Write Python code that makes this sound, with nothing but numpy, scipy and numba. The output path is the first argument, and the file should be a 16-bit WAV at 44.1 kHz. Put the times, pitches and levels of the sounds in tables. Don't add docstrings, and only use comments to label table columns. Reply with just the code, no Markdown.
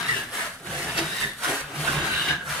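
import sys
import numpy as np
from scipy import signal
from scipy.fft import rfft, irfft
from scipy.io import wavfile
from scipy.ndimage import uniform_filter1d
from numba import njit

SR = 44100
rng = np.random.default_rng(int(sys.argv[2]) if len(sys.argv) > 2 else 0)


def unload_audio(sound):
    columns = np.transpose(np.atleast_2d(sound))
    steps = np.round(np.clip(columns, -1, 1) * 32767)
    wavfile.write(sys.argv[1], SR, steps.astype(np.int16))


N = 114660

# pitch in Hz, width in Hz, relative level in dB when drummed.
BOARD_BASS_MODES = [(38.7, 40, -40), (67.4, 9.6, -6.5), (148, 90, 10)]


def amp(db):
    return 10 ** (np.asarray(db) / 20)


def unit(x):
    return x / np.sqrt(np.mean(x ** 2))


def column(table, order):
    rows = np.array(table, float)
    return np.interp(np.arange(N) / SR, rows[:, 0], rows[:, order])


def colour(x, points):
    hz, db = np.array(points, float).T
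    f = np.fft.rfftfreq(N, 1 / SR) + 1
    corners_hz = np.r_[hz[0] / 4, hz, hz[-1] * 4]
    corners_db = np.r_[db[0] - 40, db, db[-1] - 40]
    gain_db = np.interp(np.log(f), np.log(corners_hz), corners_db)
    return unit(irfft(rfft(x) * amp(gain_db), N))


@njit
def resonate(x, hz, width):
    y, band, low = np.empty(len(x)), 0., 0.
    for i in range(len(x)):
        g, damping = np.tan(np.pi * hz[i] / SR), width[i] / hz[i]
        v = (band + g * (x[i] - low)) / (1 + g * (g + damping))
        band, low, y[i] = 2 * v - band, low + 2 * g * v, damping * v
    return y


def twice(x, hz, width):
    hz, width = hz + np.zeros(N), width + np.zeros(N)
    ringing = resonate(resonate(x, hz, width), hz, width)
    return unit(ringing / np.sqrt(width))


def modes(x, table):
    total = 0
    for k, (hz, width_hz, db) in enumerate(table):
        total = total + (-1) ** k * amp(db) * twice(x, hz, 1.5 * width_hz)
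    return unit(total)


def walk(rate):
    k = int(SR / rate)
    steps = np.repeat(rng.standard_normal(N // k + 1), k)
    return unit(uniform_filter1d(uniform_filter1d(steps, k), k)[:N])


def grit():
    clicks_per_s, mean_size_db, judder_db = 12000, 2.5, 1.46
    chance = rng.random((3, N))
    size = amp(-mean_size_db * np.log(1 - chance[1]))
    sign = np.sign(chance[2] - .5)
    clicks = (chance[0] < clicks_per_s / SR) * size * sign
    return unit(clicks * amp(judder_db * walk(59.66)))


def noise_floor():
    # pitch in Hz, relative level in dB per Hz.
    floor_spectrum = [(18, -27), (30, 26), (247, -41), (629, 11), (928, -9), (1340, 18), (2310, -9),
                      (15000, -15)]
    floor_db = -53.5
    return amp(floor_db) * colour(rng.standard_normal(N), floor_spectrum)


def decaying_noise(t, t60_s):
    return unit(rng.standard_normal(len(t)) * amp(-60 * t / t60_s)) / np.sqrt(len(t))


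def room(x):
    room_t60_s, room_db, early_t60_s = 0.34, -3.5, 0.015
    side_db, side_from_hz, side_bass_db = -1.5, 1160, -20
    new_place_s = .05
    t, hop = np.arange(int(.4 * SR)) / SR, int(new_place_s * SR)
    fade = np.sin(np.pi * np.arange(2 * hop) / (2 * hop))
    padded = np.r_[np.zeros(hop), x, np.zeros(2 * hop)]
    out = np.zeros((2, N + 6 * hop + len(t)))
    for i in range(0, N + hop, hop):
        late = np.array([decaying_noise(t, room_t60_s), decaying_noise(t, room_t60_s)])
        early = [0 * t, decaying_noise(t, early_t60_s)]
        echoes = amp(room_db) * late + early
        wet = signal.fftconvolve((padded[i:i + 2 * hop] * fade)[None], echoes, axes=1)
        out[:, i:i + wet.shape[1]] += wet
    mid, side = out[:, hop:hop + N]
    high = signal.sosfilt(signal.butter(2, side_from_hz, "high", fs=SR, output="sos"), side)
    return x + mid, amp(side_db) * high + amp(side_bass_db) * side


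def booms():
    # peak time in seconds, then level in dB (before the mix trim) of each bass mode, lowest first.
    shoves = [(0.118, -56, -57, -37.5), (0.718, -62, -47, -42), (0.781, -62, -54, -36),
              (0.879, -64, -62, -41), (1.018, -48, -50, -35), (1.251, -48, -57, -42), (1.5, -57, -56, -40),
              (1.642, -56, -50, -41.5), (1.799, -54, -54, -30), (1.881, -51, -56, -47),
              (1.974, -44, -39, -27.5), (2.129, -58, -46.5, -47), (2.32, -56, -42, -30.5),
              (2.521, -64, -48, -36)]
    top_mode_sigma_s = 0.02
    top_hz = BOARD_BASS_MODES[-1][0]
    t, out = np.arange(N) / SR, 0
    turn = 2 * np.pi * rng.random((len(shoves), len(BOARD_BASS_MODES)))
    for (peak_s, *levels), phases in zip(shoves, turn):
        for (hz, _, _), db, phase in zip(BOARD_BASS_MODES, levels, phases):
            sigma_s = top_mode_sigma_s * np.sqrt(top_hz / hz)
            swell = np.exp(-.5 * ((t - peak_s) / sigma_s) ** 2)
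            tone = np.sqrt(2) * np.sin(2 * np.pi * hz * (t - peak_s) + phase)
            out = out + amp(db) * swell * tone
    return out


def board():
    # time in seconds, bass level in dB, low middle level in dB (both before the mix trim),
    # pitch the board favours at that spot in Hz.
    spots = [(0.0, -39.5, -42, 347), (0.24, -46.5, -41.5, 373), (0.28, -42, -57, 330),
             (0.31, -50.5, -44.5, 450), (0.4, -49, -38.5, 385), (0.44, -48, -40, 660),
             (0.57, -50, -61, 390), (0.64, -50.5, -38, 443), (0.69, -35.5, -47, 296), (0.74, -49, -35, 553),
             (0.8, -45.5, -39, 365), (0.9, -37, -34, 436), (0.95, -36, -48, 316), (0.99, -46, -31, 360),
             (1.04, -37, -37, 300), (1.18, -48, -48, 407), (1.23, -37, -38, 360), (1.35, -52, -62, 390),
             (1.4, -47, -49, 630), (1.5, -53, -26.5, 417), (1.65, -57, -50.5, 546), (1.69, -50.5, -42, 392),
             (1.9, -38.5, -33.5, 414), (1.97, -37, -33.5, 317), (2.21, -42.5, -43, 366),
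             (2.3, -42, -35.5, 386), (2.37, -43.5, -51, 340), (2.43, -48, -43.5, 443), (2.5, -43, -45, 615),
             (2.6, -45, -34.5, 477)]
    # pitch in Hz, width in Hz, relative level in dB.
    middle_modes = [(206.5, 8.3, -7.5), (276.4, 42, 1.5), (332, 64, 0.5), (454, 33, -1), (498, 45, -12),
                    (565, 42, 0), (640.6, 59, 4), (766, 155, 5.5), (930, 73, -10)]
    favour_db, favour_width_hz = 0, 170
    push = grit()
    bass = modes(push, BOARD_BASS_MODES)
    favoured = twice(push, column(spots, order=3), favour_width_hz)
    middle = unit(modes(push, middle_modes) + amp(favour_db) * favoured)
    return amp(column(spots, order=1)) * bass + amp(column(spots, order=2)) * middle


def catches():
    # start in seconds, level in dB before the mix trim.
    snags = [(.082, -36), (0.976, -22.5), (1.494, -46), (2.283, -30.5), (2.5, -39)]
    # pitch in Hz, relative level in dB.
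    catch_spectrum = [(500, -2), (1000, 2), (2000, 4), (3500, 0.5), (5000, -1), (7000, -14.5), (11000, -39),
                      (14000, -31)]
    rise_s, decay_from_s, t60_s = 0.00079, 0.012, 0.081
    t, envelope = np.arange(N) / SR, 0
    for start_s, db in snags:
        since_s = t - start_s
        rise = np.clip(since_s / rise_s, 0, 1)
        decay = amp(-60 * np.maximum(since_s - decay_from_s, 0) / t60_s)
        envelope = envelope + amp(db) * rise * decay
    return envelope * colour(grit(), catch_spectrum)


def blade_ring(edge):
    # time in seconds, main pitch in Hz, width per pass in Hz, main level in dB re stroke,
    # upper modes' level in dB re stroke.
    glide = [(0, 1540, 250, -5, -8), (.05, 1590, 250, -4, -10), (.09, 1960, 330, 3.5, -4),
             (.17, 1660, 302, 2, 0.5), (.26, 1690, 350, 0.5, -9), (.34, 1650, 500, -6.5, -23.5),
             (.44, 1760, 550, -4, -15), (.6, 1530, 350, -6, -26), (.72, 1670, 350, -10, -17),
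             (.82, 1940, 450, -3.5, -12), (.95, 1530, 300, -11, -5.5), (1.07, 1420, 250, -7.5, -6.5),
             (1.17, 1890, 250, 1, -3.5), (1.25, 1836, 222, 4, -2), (1.36, 1700, 300, -4, -9),
             (1.42, 1500, 705, -6.5, -25), (1.5, 1700, 800, -5.5, -25), (1.64, 1470, 500, -0.5, -14),
             (1.8, 1660, 400, -27, -13), (1.88, 1520, 179, -4, -8.5), (1.95, 1524, 189, -12, -14.5),
             (2.08, 1545, 178, -3, -11.5), (2.14, 1510, 178, -4, -4), (2.2, 1620, 190, -4.5, 1),
             (2.25, 1630, 250, -13, -2.5), (2.31, 1606, 260, 1.5, 0.5), (2.42, 1590, 170, 5.5, -14),
             (2.48, 1390, 600, -8, -33), (2.6, 1690, 606, -11, -28)]
    # mean pitch in Hz, width per pass in Hz, relative level in dB before flicker.
    upper_modes = [(2780, 380, 0), (3650, 380, -3), (4850, 350, -8)]
    flex_share, flicker_db = .025, 3.0
    main = twice(edge, column(glide, order=1), column(glide, order=2))
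    upper = 0
    for hz, width_hz, db in upper_modes:
        level = amp(db + flicker_db * walk(9.14))
        upper = upper + level * twice(edge, hz * (1 + flex_share * walk(6)), width_hz)
    return amp(column(glide, order=3)) * main + amp(column(glide, order=4)) * unit(upper)


def knife():
    # time in seconds, stroke level in dB before the mix trim, treble hiss in dB re stroke.
    strokes = [(0.0, -31.5, -13), (0.05, -29, -16), (0.07, -35, -7), (0.09, -32, -7.5), (0.17, -32, -7),
               (0.27, -42, -10), (0.31, -42, -5), (0.34, -31, -6.5), (0.44, -31, -11), (0.61, -50.5, -4.5),
               (0.67, -36.5, -10.5), (0.82, -31.5, -5.5), (0.97, -30, -12.5), (0.98, -26, -7),
               (1.02, -31.5, -13), (1.12, -33.5, -5), (1.23, -33, -4), (1.35, -49.5, -6),
               (1.39, -41.5, -2.5), (1.44, -28, -10.5), (1.49, -24.5, -7.5), (1.61, -35.5, -7.5),
               (1.63, -36.5, -32), (1.66, -44, -14.5), (1.8, -29, -9), (1.84, -30.5, -10),
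               (1.89, -26, -14.5), (1.95, -27, -11), (1.98, -27, -17.5), (2.22, -29, -10),
               (2.25, -28, -12.5), (2.29, -23.5, -14.5), (2.33, -29, -21), (2.34, -35, -21),
               (2.41, -45.5, -20), (2.45, -44.5, 0), (2.47, -32, -12), (2.5, -27.5, -8.5), (2.6, -30, -14)]
    # pitch in Hz, relative level in dB.
    rasp_spectrum = [(600, -6), (1000, 5), (1500, 5.5), (2200, 2), (3000, -0.5), (4000, -9.5), (5000, -15),
                     (6500, -15)]
    # pitch in Hz, relative level in dB.
    hiss_spectrum = [(4000, -7), (5500, -9.5), (7000, -10), (9000, -5), (11000, -7), (13000, -13.5),
                     (15500, -21.5)]
    ring = blade_ring(grit())
    edge = grit()
    rasp = amp(-3.0) * colour(edge, rasp_spectrum)
    hiss = amp(column(strokes, order=2)) * colour(edge, hiss_spectrum)
    return amp(column(strokes, order=1)) * (rasp + ring + hiss)


def scene():
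    left_over_right_db, lean_from_hz = .8, 500
    mix_trim_db = -2.0
    mid, side = room(amp(mix_trim_db) * (knife() + board() + booms() + catches()))
    mid = mid + noise_floor()
    treble = signal.sosfilt(signal.butter(1, lean_from_hz, "high", fs=SR, output="sos"), mid)
    side = side + np.tanh(left_over_right_db * np.log(10) / 40) * treble
    return np.array([mid + side, mid - side])


def record(dry):
    notches = [2500, 5000, 7500, 10000]
    notch_width_hz, notch_depth, top_hz = 75, .8, 15730
    for hz in notches:
        dry = dry - notch_depth * signal.lfilter(*signal.iirpeak(hz, hz / notch_width_hz, SR), dry)
    return signal.sosfilt(signal.ellip(16, .2, 80, top_hz, fs=SR, output="sos"), dry)


dry = scene()
out = record(dry)
unload_audio(out)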